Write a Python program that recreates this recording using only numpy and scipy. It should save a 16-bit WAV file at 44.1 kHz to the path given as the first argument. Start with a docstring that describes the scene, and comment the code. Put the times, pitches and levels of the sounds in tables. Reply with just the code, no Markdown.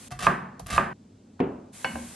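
"""A small, live kitchen, heard in short scenes over a low room hum. After a moment of sizzle, a knife
crunches twice through an onion, rupturing its fibres, and knocks on a wooden board. A filled bowl is
set down on the counter. Then onion sizzles as steam bubbles burst in oil, and a wooden spoon knocks
the steel pan. Each struck body rings in its damped normal modes, and the room reverberates."""
import sys
import numpy as np
from scipy import signal
from scipy.fft import rfft, irfft
from scipy.io import wavfile
from scipy.ndimage import uniform_filter1d

SR = 44100
rng = np.random.default_rng(int(sys.argv[2]) if len(sys.argv) > 2 else 0)


def inscribe(sig):
    """Save sig as 16-bit PCM at rate SR to the path in sys.argv[1].

    A 1-D sig is mono; a 2-D sig holds one channel per row.
    Samples are clipped to [-1, 1] before scaling.
    """
    pcm = np.round(np.clip(np.atleast_2d(sig).T, -1, 1) * 32767)
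    wavfile.write(sys.argv[1], SR, pcm.astype(np.int16))


N = 94815


def undb(db):
    """Amplitude ratio of a level in decibels."""
    return 10 ** (np.asarray(db) / 20)

def clock():
    """Sample times in seconds."""
    return np.arange(N) / SR

def delay(x, seconds):
    """Pure time delay."""
    return np.pad(x, ((0, 0), (max(int(round(seconds * SR)), 0), 0)))[:, :N]

def burst(start, hold, release):
    """Envelope with a sudden onset, a hold and exponential decay."""
    t = clock() - start
    return (t >= 0) * np.exp(-np.maximum(t - hold, 0) / release)

def strokes(rows, release_s):
    """Incoherent addition: overlapping envelopes sum in power."""
    return np.sqrt(sum((undb(db) * burst(t, hold, release_s)) ** 2 for t, hold, db in rows))

def response(points):
    """Magnitude response, interpolated in level against log frequency."""
    hz, db = np.array(points, float).T
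    grid_hz = np.fft.rfftfreq(2 * N, 1 / SR)
    return undb(np.interp(np.log(grid_hz + 1), np.log(hz), db))

def colour(x, points):
    """Minimum-phase filter giving unit white noise the stated spectrum level (dB in a 1 Hz band)."""
    cepstrum = irfft(np.log(response(points)))
    cepstrum[1:N] *= 2
    cepstrum[N + 1:] = 0
    return irfft(rfft(x, 2 * N) * np.exp(rfft(cepstrum)))[..., :N] * np.sqrt(SR / 2)

def band(x, hz, width_hz):
    """Second-order resonator with unit gain at its centre."""
    return signal.lfilter(*signal.iirpeak(hz, hz / width_hz, fs=SR), x)

def lean_right(x):
    """Level difference between channels: around 1.1 kHz the direct sounds are louder on the right."""
    return x + np.array([[-.33], [.33]]) * band(x.mean(axis=0), hz=1150, width_hz=450)

# Width of the diffuse field: f/Hz, side level re mid/dB
DIFFUSE_WIDTH = [(170, -41.5), (350, -11.5), (1100, 5.5), (2200, -18), (4000, -11.5), (7000, 10)]
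def spread(pair, width_db=0):
    """Partial coherence: two independent signals mix as mid and side; the bass stays central."""
    mid, side = rfft(pair, 2 * N)
    width = np.minimum(response(DIFFUSE_WIDTH) * undb(width_db), 1)
    left_right = np.array([mid + width * side, mid - width * side])
    return irfft(left_right / np.sqrt(1 + width ** 2))[:, :N]

def noise():
    """Diffuse Gaussian noise in stereo."""
    return spread(rng.standard_normal((2, N)))

def crackle(per_s, spread_db, width_db):
    """Shot noise: a Poisson train of impulses of random sign and size."""
    clicks = (rng.random((2, N)) < per_s / SR) * np.sign(rng.standard_normal((2, N)))
    clicks *= undb(spread_db * np.minimum(rng.exponential(size=(2, N)), 4))
    return spread(clicks / clicks.std(), width_db)

def decay(t60):
    """Exponential damping by 60 dB in t60 seconds."""
    return np.exp(-np.log(1000) * clock() / t60)

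def ring(modes, rise_s):
    """Modal superposition: damped sinusoids build up as the contact pushes the body."""
    vibration = sum(undb(db) * np.sin(2 * np.pi * hz * clock()) * decay(t60) for hz, db, t60 in modes)
    return vibration[None] * (1 - np.exp(-clock() / rise_s))

def contact(spectrum, decay_s):
    """Impact transient: a brief noise burst as two surfaces meet."""
    return colour(noise() * burst(0, 0, decay_s), spectrum)

def reverb(crossover_hz=1500, build_s=.002):
    """Reverberation: a diffuse field builds up, then dies sooner in the treble."""
    field = noise()
    low = signal.sosfilt(signal.butter(2, crossover_hz, fs=SR, output="sos"), field)
    high = signal.sosfilt(signal.butter(2, crossover_hz, "high", fs=SR, output="sos"), field)
    return (low * decay(t60=.69) - high * decay(t60=.34)) * (1 - np.exp(-clock() / build_s))

def in_room(x, wet_db):
    """Direct sound plus its convolution with the room's impulse response."""
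    room = reverb()
    room /= np.sqrt(np.sum(room ** 2) / 2)
    return x + undb(wet_db) * signal.fftconvolve(x[:1], room, axes=1)[:, :N]

# Frying: f/Hz, spectrum level/dB
SIZZLE_SPECTRUM = [(200, -87), (700, -85), (2000, -88.5), (5000, -90), (8500, -84), (12000, -90.5)]
def sizzle():
    """Shot noise from countless tiny steam bubbles bursting in oil."""
    return colour(crackle(per_s=9000, spread_db=1.5, width_db=3), SIZZLE_SPECTRUM)

# Room background: f/Hz, spectrum level/dB
HUM_SPECTRUM = [(20, -91.5), (80, -84.5), (99, -70), (120, -84), (240, -72.5), (310, -83.5), (1900, -109),
                (7500, -109), (12000, -126)]
def room_hum():
    """Stationary noise whose low spectral peaks are heard as a hum."""
    return colour(noise(), HUM_SPECTRUM)

# Blade passing through onion: t/s, duration/s, level/dB
SLICE_STROKES = [(0.106, 0.019, -8), (0.19, 0.029, -2.5), (0.222, 0.046, 1.5), (0.662, 0.058, -13),
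                 (0.702, 0.074, -1)]
# Bursting fibres: f/Hz, spectrum level/dB
FIBRE_SPECTRUM = [(200, -72.5), (450, -72.5), (3200, -80), (9000, -80), (12000, -88)]
# Resonances of blade and board: f/Hz, bandwidth/Hz, spectrum level/dB
CRUNCH_RESONANCES = [(694, 50, -61), (1182, 45, -56.5), (1605, 230, -66.5), (2650, 73, -68.5)]
# Single layers snapping: t/s, level/dB, f/Hz
LAYER_SNAPS = [(.1205, -27, 6240), (.207, -25, 4600), (.2385, -36, 9000), (.5952, -30.5, 6700),
               (.669, -26, 8600), (.7062, -22.5, 6800), (.7482, -20.5, 4570)]
def onion_crunch():
    """Fracture: bursting fibres excite blade and board, and whole layers snap."""
    fibres = crackle(per_s=1200, spread_db=2.5, width_db=-13) * strokes(SLICE_STROKES, release_s=.0055)
    body = np.sqrt(SR / 2) * sum(undb(db) * band(fibres, hz, bw) for hz, bw, db in CRUNCH_RESONANCES)
    snaps = sum(undb(db) * band(noise() * burst(t, 0, .00085), hz, .8 * hz) for t, db, hz in LAYER_SNAPS)
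    return lean_right(in_room(colour(fibres, FIBRE_SPECTRUM) + body + snaps, wet_db=-4.5))

# Blade set on the onion: t/s, knock level/dB, ring level/dB
BLADE_TOUCHES = [(.1125, -9.5, -7), (.121, -6.5, -5), (.596, 0, -13.5)]
# Its soft knock: f/Hz, spectrum level/dB
TOUCH_SPECTRUM = [(380, -75), (780, -58), (1400, -84)]
# Its faint ring: f/Hz, level/dB, T60/s
TOUCH_MODES = [(133.7, -36.5, 0.53), (725.4, -35.5, 0.2), (1167, -38, .12)]
def blade_touches():
    """Soft impact: the blade settles on the onion with a knock and a faint ring."""
    modes = ring(TOUCH_MODES, rise_s=.0033)
    return lean_right(sum(
        delay(undb(knock_db) * contact(TOUCH_SPECTRUM, decay_s=.0086) + undb(ring_db) * modes, t)
        for t, knock_db, ring_db in BLADE_TOUCHES))

# Hand loading the board: t/s, duration/s, level/dB
HAND_PRESSES = [(.115, .022, -7.5), (.205, .079, -2), (.603, .05, -6.5), (.715, .055, 3.5)]
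# Loaded board: f/Hz, spectrum level/dB
PRESS_SPECTRUM = [(45, -55.5), (100, -59.5), (180, -58), (400, -100)]
def hand_presses():
    """Forced vibration: the board rumbles under the hand's load."""
    return colour(noise() * strokes(HAND_PRESSES, release_s=.033), PRESS_SPECTRUM)

# Blade meeting the board: t/s, level/dB
BOARD_KNOCKS = [(0.2679, -2), (0.7794, -3)]
# Wooden board: f/Hz, level/dB, T60/s
BOARD_MODES = [(142.6, -32.5, 0.75), (177.2, -28.5, .39), (371, -27, 0.34), (569.6, -25, .21),
               (677, -17.5, .13), (909, -27.5, .19), (1037, -2.5, 0.019), (1094, -18.5, .17),
               (1193, -7, 0.0878), (1217, -25.5, .25), (1546, -29, 0.44), (1608, -21, .16),
               (1650, -10, 0.013), (2556, -10, 0.017)]
# Reverberation of a chop: f/Hz, spectrum level/dB
BOARD_REVERB = [(80, -68.5), (190, -46.5), (300, -59), (470, -60), (1200, -52), (1430, -58), (1750, -55),
                (2100, -64), (2600, -65.5), (3600, -81.5), (12000, -107)]
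def board_knocks():
    """Impulse excitation: the blade breaks through and sets the board's modes ringing."""
    board = lean_right(ring(BOARD_MODES, rise_s=.00049))
    return sum(undb(db) * delay(board + colour(reverb(), BOARD_REVERB), t) for t, db in BOARD_KNOCKS)

def bowl_scuff(hz=1050):
    """Friction noise: the bowl's foot brushes the counter just before landing."""
    friction = noise() * burst(start=1.393, hold=.0089, release=.0059)
    return undb(-26.5) * band(band(friction, hz, hz / 2), hz, hz)

# Bowl landing, then rocking flat: t/s, level/dB
BOWL_IMPACTS = [(1.4019, 1), (1.4392, -14)]
# Bowl on the counter: f/Hz, level/dB, T60/s
BOWL_MODES = [(172.8, -29, 0.39), (264.7, -19, 0.2), (374, -17.5, 0.14), (400, -24.5, 0.26),
              (470.5, -25, 0.34), (705.6, -27, .11)]
# Tick of its foot: f/Hz, spectrum level/dB
FOOT_SPECTRUM = [(60, -74), (600, -48), (1500, -64), (2700, -65), (3800, -80), (10000, -103)]
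# Reverberation of the bowl: f/Hz, spectrum level/dB
BOWL_REVERB = [(50, -72), (240, -50), (500, -59), (1200, -69.5), (1800, -79.5), (2700, -80.5), (4000, -101),
               (11000, -132)]
def bowl_landing(left_lag_s=.00007):
    """Free vibration of the filled bowl, a hollow thud; time and level differences place it right."""
    body = lean_right(ring(BOWL_MODES, rise_s=.0007) + contact(FOOT_SPECTRUM, decay_s=.0059))
    body = np.vstack([delay(body[:1], left_lag_s), body[1:]])
    return sum(undb(db) * delay(body + colour(reverb(), BOWL_REVERB), t) for t, db in BOWL_IMPACTS)

# Spoon against the pan: t/s, level/dB, contact time/s
SPOON_IMPACTS = [(1.8448, 0.5, 0.000023), (1.8499, -13, 0.000011), (1.9551, -0.5, .00019)]
# Steel pan: f/Hz, level/dB, T60/s
PAN_MODES = [(538, -39, 0.31), (767, -27, 0.083), (1024, -36.5, .22), (1550, -31, 0.24),
             (1610, -14.5, 0.023), (2202, -34, 0.33), (2670, -18.5, 0.024), (2935, -35, 0.29),
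             (3396, -39.5, 0.11), (4400, -38.5, 0.19), (5450, -35.5, 0.047)]
# Clack of wood on steel: f/Hz, spectrum level/dB
CLACK_SPECTRUM = [(300, -66), (800, -43.5), (1200, -56), (2850, -55), (3300, -75), (4700, -66),
                  (6500, -102)]
# Reverberation of the pan: f/Hz, spectrum level/dB
PAN_REVERB = [(50, -82), (230, -58.5), (430, -77.5), (900, -66.5), (1300, -75), (2700, -72.5), (3300, -100)]
def spoon_knocks(split=.0102, twin_db=-7.5):
    """The struck pan's split mode pairs beat; a longer contact low-passes the knock more."""
    twins = [(hz * (1 - split), db + twin_db, t60) for hz, db, t60 in PAN_MODES]
    steel = in_room(ring(PAN_MODES, rise_s=.0016) + ring(twins, rise_s=.02), wet_db=-15)
    knocks = np.zeros((2, N))
    for t, db, contact_s in SPOON_IMPACTS:
        hit = lean_right(steel + contact(CLACK_SPECTRUM, decay_s=.0044)) + colour(reverb(), PAN_REVERB)
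        pole = np.exp(-1 / (contact_s * SR))
        dulled = signal.lfilter([(1 - pole) ** 2], [1, -2 * pole, pole ** 2], hit)
        knocks += undb(db) * delay(dulled, t)
    return knocks

# Spoon shoving the pan: t/s, level/dB
PAN_SHOVES = [(1.933, 2), (1.957, -28)]
# Pan and hob together: f/Hz, level/dB, T60/s
HOB_MODES = [(75.7, -38.5, 0.37), (237, -35.5, 0.65)]
def pan_shoves():
    """Free vibration: pan and hob ring low after each shove."""
    hob = ring(HOB_MODES, rise_s=.003)
    return sum(undb(db) * delay(hob, t) for t, db in PAN_SHOVES)

def gate(start, end):
    """Rectangular time window with short ramps."""
    return uniform_filter1d(1. * ((clock() >= start) & (clock() < end)), size=128)

def scene(knife_s=.085, bowl_s=.931, pan_s=1.725):
    """Superposition: sizzle, knife, bowl and pan take turns over the steady hum."""
    frying = sizzle()
    cutting = onion_crunch() + blade_touches() + hand_presses() + board_knocks()
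    fade_in = 1 - burst(pan_s, 0, release=.014)
    return (gate(0, knife_s) * undb(-2) * frying
            + gate(knife_s, bowl_s) * cutting
            + gate(bowl_s, pan_s) * (bowl_scuff() + bowl_landing())
            + gate(pan_s, N / SR) * (fade_in * frying + spoon_knocks() + pan_shoves())
            + room_hum())

def record(dry, low_hz=35, top_hz=11750):
    """Band limiting: steep filters remove the deepest bass and the highest treble."""
    thinned = signal.sosfilt(signal.butter(8, low_hz, "high", fs=SR, output="sos"), dry)
    return signal.sosfilt(signal.ellip(10, .2, 70, top_hz, fs=SR, output="sos"), thinned)


dry = scene()
out = record(dry)
inscribe(out)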